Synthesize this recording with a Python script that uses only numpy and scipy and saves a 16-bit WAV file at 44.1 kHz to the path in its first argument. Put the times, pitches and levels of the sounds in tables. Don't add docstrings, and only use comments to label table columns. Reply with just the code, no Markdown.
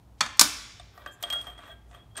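import sys
import numpy as np
from scipy import signal
from scipy.fft import rfft, irfft
from scipy.io import wavfile
from scipy.ndimage import uniform_filter1d

SR = 44100
rng = np.random.default_rng(int(sys.argv[2]) if len(sys.argv) > 2 else 0)


def convert_level_to_amplitude(level_db):
    exponent = np.asarray(level_db, float) / 20
    return 10 ** exponent


def wrap_up_sound(samples):
    columns = np.atleast_2d(samples).T
    tamed = np.clip(columns, -1, 1)
    steps = np.round(tamed * 32767).astype(np.int16)
    wavfile.write(sys.argv[1], SR, steps)


N = 97020

# f/Hz, level/dB, t60/s
BOWL_MODES = [(8260, -13, 0.07), (8600, -11.5, 0.11), (9180, -15, 0.036), (13000, -14.5, 0.045),
              (13100, -17, 0.088), (15000, -31, 0.035)]
HELD_S = 1.555


def unit(x):
    return x / np.sqrt(np.mean(x ** 2) + 1e-30)


def colour(x, points):
    f_hz = np.fft.rfftfreq(len(x), 1 / SR)
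    point_hz, point_db = np.array(points).T
    gain = convert_level_to_amplitude(np.interp(np.log(f_hz + 1), np.log(point_hz), point_db, left=-90))
    return irfft(rfft(x) * unit(gain), len(x))


def narrow(hz, width_hz):
    edges_hz = [hz - width_hz / 2, min(hz + width_hz / 2, .45 * SR)]
    band = signal.butter(2, edges_hz, "band", fs=SR, output="sos")
    return unit(signal.sosfilt(band, rng.standard_normal(N)))


def ring(x, modes):
    out = 0
    for hz, db, t60_s in modes:
        pole = np.exp(2j * np.pi * hz / SR - np.log(1000) / (t60_s * SR))
        out = out + convert_level_to_amplitude(db) * signal.lfilter([1], [1, -pole], x).imag
    return out


def bursts(times_s, levels_db, decays_s):
    out = np.zeros(N)
    t = np.arange(2048) / SR
    noises = rng.standard_normal((len(times_s), len(t)))
    for s, db, decay_s, noise in zip(times_s, levels_db, decays_s, noises):
        spectrum = rfft(noise * np.exp(-t / decay_s))
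        even = spectrum / np.sqrt(uniform_filter1d(abs(spectrum) ** 2, size=24))
        puff = irfft(even)[:len(t) // 2]
        puff = convert_level_to_amplitude(db) * puff / np.sqrt(np.sum(puff ** 2))
        i = int(s * SR)
        out[i:i + len(puff)] += puff[:N - i]
    return out


def strike(times_s, levels_db, hz, db, t60_s, detune, count=1):
    rise_s, scatter_db = 0.00093, 2
    out = np.zeros(N)
    t = np.arange(6000)[:, None] / SR
    hz, db, t60_s = np.repeat([hz, db, t60_s], count, axis=1)
    rise = 1 - np.exp(-t / np.maximum(rise_s, .5 / hz))
    fade = convert_level_to_amplitude(db - 60 * t / t60_s) * rise
    spots = rng.standard_normal((len(times_s), 3, len(hz)))
    for s, blow_db, (loudness, pitch, phase) in zip(times_s, levels_db, spots):
        waves = fade * np.sin(2 * np.pi * (hz * (1 + detune * pitch) * t + phase))
        i = int(s * SR)
        out[i:i + len(t)] += (waves @ convert_level_to_amplitude(blow_db + scatter_db * loudness))[:N - i]
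    return out


def wrench():
    # t/s, crack level/dB, wrench level/dB, bench level/dB, crack decay/s
    touches = [
        (.2075, -18.5, -35.5, -33.5, 0.0016),
        (.2095, -16, -42.5, -25.5, .003),
        (.2113, -24.5, -27.5, -32.5, 0.002),
        (.2625, -31.5, -54, -40.5, .003),
    ]
    drops = [
        (.3715, -47.5, -61, -74, 0.0023),
        (0.3947, -3.5, -21, -30.5, 0.0021),
        (.4115, -4.5, -24, -18, 0.0056),
    ]
    # f/Hz, density/(dB per Hz)
    thud = [(180, -54), (400, -23.5), (1300, 0.5), (2300, -7), (3870, -10), (4350, -2.5), (5050, -9.5),
            (6570, -6), (15500, -38)]
    crack = [(180, -35), (300, -23), (600, -19), (1200, -4), (2700, -10), (5480, 2), (10000, -4.5),
             (15500, -17)]
    # f/Hz, level/dB
    soft_end_modes = [(2330, -3), (3430, 2.5), (4300, 3.5), (4480, 3), (5610, 3.5), (6570, 0), (7000, -8.5),
                      (7800, -6.5)]
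    wrench_modes = [(3555, 1.5), (4003, 2.5), (4268, 9.5), (5134, -17.5), (5395, 7), (6000, -3),
                    (6750, -3.5), (7050, -1.5), (7767, 6), (8467, 5.5), (9570, -5), (10150, -8.5),
                    (11400, -14.5), (13620, 4)]
    bench_modes = [(160, -23), (230, -16.5), (305, -14.5), (470, -18.5), (560, -16), (750, -3), (910, -4),
                   (1050, -4), (1172, -5), (1280, 1), (1350, -7.5), (1500, -14), (2379, -7), (2842, -19.5)]
    t60_s, t60_cycles, detune = .035, 30, .008
    cracks, rings = 0, 0
    for rows, spectrum, tool_modes in ((touches, thud, soft_end_modes), (drops, crack, wrench_modes)):
        s, crack_db, tool_db, plate_db, decay_s = np.array(rows).T
        cracks = cracks + 10 * colour(bursts(s, crack_db, decay_s), spectrum)
        for blow_db, modes in ((tool_db, tool_modes), (plate_db, bench_modes)):
            hz, db = np.array(modes).T
            damping_s = np.maximum(t60_s, t60_cycles / hz)
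            rings = rings + strike(s, blow_db, hz, db, damping_s, detune, count=2)
    return cracks, rings


def bowl():
    # t/s, level/dB, lowest mode f/Hz, t60/s, upper modes level/dB
    strikes = [(1.0723, -42.5, 3225, 0.21, -50), (1.2371, -23, 3237, 0.079, -33.5),
               (1.3033, -25.5, 3240, 0.2, -37), (1.3253, -25, 3260, .2, -34),
               (1.333, -23.5, 3290, 0.13, -31), (1.348, -25, 3273, 0.31, -44),
               (1.412, -33, 3314, 0.046, -38), (1.441, -68, 3260, 0.1, -48), (1.469, -38, 3214, 0.25, -47),
               (1.55, -64.5, 3245, 0.058, -68.5), (1.58, -46, 3310, 0.18, -50.5),
               (1.59, -50, 3230, 0.075, -61.5), (1.655, -54.5, 3282, 0.64, -63.5),
               (1.699, -45, 3340, 0.3, -61.5), (1.716, -44.5, 3268, 0.14, -53),
               (1.745, -68, 3275, 0.17, -69), (1.9482, -45.5, 3270, 0.051, -55),
               (1.979, -62, 3270, 1, -69.5), (1.999, -57.5, 3300, 0.96, -77), (2.022, -55, 3340, 0.07, -70),
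               (2.111, -62.5, 3243, 0.17, -75), (2.152, -47.5, 3335, 0.35, -65),
               (2.1667, -50, 3260, 0.092, -24.5), (2.173, -38, 3248, 0.08, -43)]
    # t/s, level/dB
    top_strikes = [(1.073, -40), (1.2372, -38), (1.302, -33), (1.3261, -24), (1.349, -38), (1.414, -38),
                   (1.469, -40), (1.5, -45), (1.582, -53.5), (1.615, -57.5), (1.672, -47), (1.946, -46.5),
                   (2.174, -44), (2.178, -38)]
    free_rise_s, held_rise_s, grip_s = 0.0005, 0.0054, 0.0032
    waver, detune, top_from_hz = 0.0017, .005, 10000
    beat_hz, beat_share, beat_grows_s = 55.4, 0.34, 0.2
    t = np.arange(N) / SR
    s, db, hz, t60_s, upper_db = np.array(strikes).T
    row = np.clip(np.searchsorted(s, t) - 1, 0, None)
    age_s = t - s[row]
    size = (age_s > 0) * convert_level_to_amplitude(db[row] - 60 * np.maximum(age_s, 0) / t60_s[row])
    free = uniform_filter1d(size, max(int(free_rise_s * SR), 1))
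    held = uniform_filter1d(size, max(int(held_rise_s * SR), 1))
    size = np.where(t < HELD_S, free, held)
    drift = unit(uniform_filter1d(rng.standard_normal(N), size=600))
    pitch_hz = uniform_filter1d(hz[row], max(int(grip_s * SR), 1)) * (1 + waver * drift)
    twin = np.clip(beat_share * age_s / beat_grows_s, 0, beat_share)
    beat = 1 + twin * np.cos(2 * np.pi * beat_hz * t)
    lowest = size * beat * np.sin(2 * np.pi * np.cumsum(pitch_hz) / SR)
    modes = np.array(BOWL_MODES)
    top = modes[:, 0] > top_from_hz
    upper = strike(s, upper_db, *modes[~top].T, detune)
    return lowest + upper + strike(*np.array(top_strikes).T, *modes[top].T, detune)


def bolt():
    # t/s, tick level/dB, block level/dB
    knocks = [(0.797, -51, -47.5), (0.9768, -53.5, -45), (1.0614, -44, -32.5), (1.2268, -33.5, -46),
              (1.2361, -38, -33), (1.3015, -33, -40.5), (1.3265, -36, -38), (1.334, -43, -36),
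              (1.357, -50, -42.5), (1.388, -50, -47), (1.413, -50, -55), (1.442, -53, -52.5),
              (1.468, -51, -42), (1.577, -57, -48.5), (1.589, -58, -44.5), (1.6347, -76.5, -45.5),
              (1.6777, -71, -42.5), (1.7027, -80, -69.5), (1.912, -58.5, -53.5), (1.9471, -60, -49.5),
              (2.1555, -51.5, -46.5), (2.1676, -43.5, -50), (2.1738, -38.5, -52), (2.178, -38, -45),
              (2.1815, -44.5, -39), (2.188, -45, -46), (2.193, -53, -63)]
    # f/Hz, density/(dB per Hz)
    tick = [(240, -50), (400, -4.5), (3500, 2.5), (8500, -5.5), (10100, -16.5), (15500, -28.5)]
    # f/Hz, level/dB, t60/s
    block_modes = [(317.6, -18.5, 0.07), (583, -13, 0.055), (698, -4, 0.059), (880, -7.5, 0.027),
                   (1192, -4, 0.044), (1369.5, -8.5, 0.043), (1625, -2.5, 0.024), (1923, -6, 0.038),
                   (2653, -10, 0.015)]
    # t/s, level/dB
    effort = [(.87, -103.5), (0.949, -62.5), (1.03, -56.5), (1.069, -56), (1.151, -72), (1.251, -50.5),
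              (1.328, -49), (1.43, -56.5), (1.489, -51.5), (1.562, -63.5), (1.6, -54.5), (1.727, -53.5),
              (1.77, -96.5), (1.88, -74), (1.951, -55), (2.05, -76), (2.139, -82), (2.191, -44)]
    # f/Hz, density/(dB per Hz)
    scrape = [(180, -22.5), (300, -10), (781, -2), (1220, 7), (3020, -3.5), (3340, 3), (4570, -13.5),
              (15500, -28.5)]
    tick_s, knock_t60_max_s, block_detune = .0035, .06, .015
    slips_per_s, spread_db, grain_s = 2500, 2, .0005
    block_db, bowl_db, scrape_db = -5.5, -11.5, -0.73
    loose_s, held_db = 1.225, -8
    rubbed_mode = (3260, -8, 0.054)  # f/Hz, level/dB, t60/s

    t = np.arange(N) / SR
    s, tick_db, knock_db = np.array(knocks).T
    hz, db, t60_s = np.array(block_modes).T
    ticks = 10 * colour(bursts(s, tick_db, np.full(len(s), tick_s)), tick)
    thumps = strike(s, knock_db, hz, db, np.minimum(t60_s, knock_t60_max_s), block_detune, count=2)

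    slips = (rng.random(N) < slips_per_s / SR) * convert_level_to_amplitude(spread_db * rng.exponential(size=N))
    envelope = signal.lfilter([1], [1, -np.exp(-1 / (grain_s * SR))], slips)
    grains = unit(rng.standard_normal(N) * envelope)
    when_s, effort_db = np.array(effort).T
    force = grains * convert_level_to_amplitude(np.interp(t, when_s, effort_db, left=-120))

    def rub(modes, level_db):
        return ring(force, modes) * convert_level_to_amplitude(level_db) / np.std(ring(grains, modes))

    bowl_gate = (t > loose_s) * convert_level_to_amplitude(held_db * (t > HELD_S))
    bowl_rub = rub(BOWL_MODES + [rubbed_mode], bowl_db) * bowl_gate
    return ticks + thumps + rub(block_modes, block_db) + bowl_rub + convert_level_to_amplitude(scrape_db) * colour(force, scrape)


def slides():
    # t/s, length/s, centre f/Hz, width/Hz
    swish_rows = [
        (1.24, .3, 7000, 4500),
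        (1.57, .19, 7500, 3500),
        (.93, .115, 13500, 5000),
        (.175, .035, 4500, 4000),
        (1.87, .11, 7500, 3500),
        (1.64, .12, 14000, 3000),
        (1.2, .03, 11000, 9000),
        (1.105, .058, 8500, 4500),
    ]
    swish_db = [-63.5, -71.5, -67.5, -65.5, -71, -71.5, -63.5, -69]
    # f/Hz, level/dB
    squeak = [(6440, -5), (7220, 2), (7720, -6), (8930, -7), (9680, -12), (10600, -18), (11900, -11),
              (12600, -16)]
    squeak_s, squeak_length_s, squeak_width_hz, squeak_db = 1.108, .052, 160, -63
    rows = [(*row, db) for row, db in zip(swish_rows, swish_db)]
    rows += [(squeak_s, squeak_length_s, hz, squeak_width_hz, squeak_db + db) for hz, db in squeak]
    t = np.arange(N) / SR
    out = 0
    for s, length_s, hz, width_hz, db in rows:
        arch = np.sin(np.pi * np.clip((t - s) / length_s, 0, 1))
        out = out + convert_level_to_amplitude(db) * arch * narrow(hz, width_hz)
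    return out


def pings():
    # t/s, level/dB
    snaps = [(1.0606, -55.5), (1.2264, -31.5), (1.3011, -41), (1.3285, -40), (1.413, -61), (1.468, -67),
             (1.68, -62.5), (2.1689, -58.5), (2.1753, -50.5), (2.176, -45)]
    # f/Hz, density/(dB per Hz)
    snap = [(4000, -30.5), (6500, 0), (8500, 0.5), (10500, -7), (12800, 3.5), (15500, -7.5)]
    # t/s, f/Hz, t60/s
    parts = [(.3947, 9900, .04), (.4115, 10150, .03), (.4115, 13620, .05), (.797, 710, .09),
             (.797, 3600, .04), (.797, 8600, .035), (1.0614, 1500, .03), (1.1, 1600, .3), (1.33, 1392, .3),
             (1.47, 716, .25), (1.635, 2750, .08), (1.69, 646, .15), (1.7, 1900, .2), (1.705, 1600, .35),
             (1.91, 705, .3), (2.1735, 1650, .03), (2.178, 6100, .04), (2.178, 7600, .03)]
    part_db = [-22, -22, -20, -44, -40, -50, -32, -53, -42, -43, -53, -44, -53, -50, -52, -29, -42, -38]
    snap_s = 0.0028
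    when_s, snap_db = np.array(snaps).T
    out = 10 * colour(bursts(when_s, snap_db, np.full(len(when_s), snap_s)), snap)
    t = np.arange(N) / SR
    for (s, hz, t60_s), db in zip(parts, part_db):
        age_s = np.maximum(t - s, 0)
        fade = convert_level_to_amplitude(db - 60 * age_s / t60_s) * (1 - np.exp(-age_s * hz / 2))
        out = out + fade * np.sin(2 * np.pi * hz * age_s)
    return out


def room(x):
    # f/Hz, t60/s, level/dB
    decay_table = [(150, 0.87, -29.5), (400, 0.7, -23.5), (1020, 0.7, -31.5), (2610, 1.046, -29.5),
                   (4640, 0.89, -36), (8850, 0.6, -37.5), (14000, 0.42, -35.5)]
    gap_s, early_db, early_t60_s = 0.004, 11, 0.14
    t = np.arange(SR) / SR
    table_hz, table_t60_s, table_db = np.array(decay_table).T
    tail = 0
    for hz in 100 * 2 ** np.arange(0, 7.6, .5):
        t60_s = np.interp(np.log(hz), np.log(table_hz), table_t60_s)
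        db = np.interp(np.log(hz), np.log(table_hz), table_db)
        band = narrow(hz, hz / 3.0)[:SR] * np.sqrt(hz / SR / 2000)
        fade = convert_level_to_amplitude(-60 * t / t60_s) + convert_level_to_amplitude(early_db - 60 * t / early_t60_s)
        tail = tail + convert_level_to_amplitude(db) * band * fade
    return signal.fftconvolve(x, 10 * tail * np.clip(t / gap_s, 0, 1))[:N]


def floor():
    # f/Hz, density/(dB per Hz)
    hiss = [(15, -34), (25, 7.5), (79, -4.5), (445, -19), (495, -21.5), (826, -19), (1750, -33),
            (3170, -36), (15500, -44.5)]
    hiss_db, rumble_db, drone_db = -55, -56, -61
    swell_s, swell_width_s, swell_db = 2.06, .09, 8
    t = np.arange(N) / SR
    swell = swell_db * np.exp(-((t - swell_s) / swell_width_s) ** 2)
    out = convert_level_to_amplitude(hiss_db) * colour(rng.standard_normal(N), hiss)
    out = out + convert_level_to_amplitude(rumble_db) * narrow(hz=58, width_hz=5)
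    return out + convert_level_to_amplitude(drone_db + swell) * narrow(hz=108, width_hz=30)


def scene():
    ring_room_db, hand_room_db, bowl_room_db = -7, -3, -10
    cracks, rings = wrench()
    hand = bolt() + slides()
    song = bowl()
    to_walls = cracks + convert_level_to_amplitude(ring_room_db) * rings + convert_level_to_amplitude(hand_room_db) * hand + convert_level_to_amplitude(bowl_room_db) * song
    return (cracks + rings + hand + song + pings() + room(to_walls) + floor())[None]


def roll_off(x):
    return signal.sosfilt(signal.butter(12, 15710, fs=SR, output="sos"), x)


def record(dry):
    low_hz, top_hz, ceiling = 46.3, 15600, 2.9
    x = signal.sosfilt(signal.butter(6, low_hz, "high", fs=SR, output="sos"), dry)
    x = ceiling * np.tanh(x / ceiling)
    x = signal.sosfilt(signal.ellip(8, .2, 70, top_hz, fs=SR, output="sos"), x)
    return roll_off(np.clip(x, -1, 1))


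dry = scene()
out = record(dry)
wrap_up_sound(out)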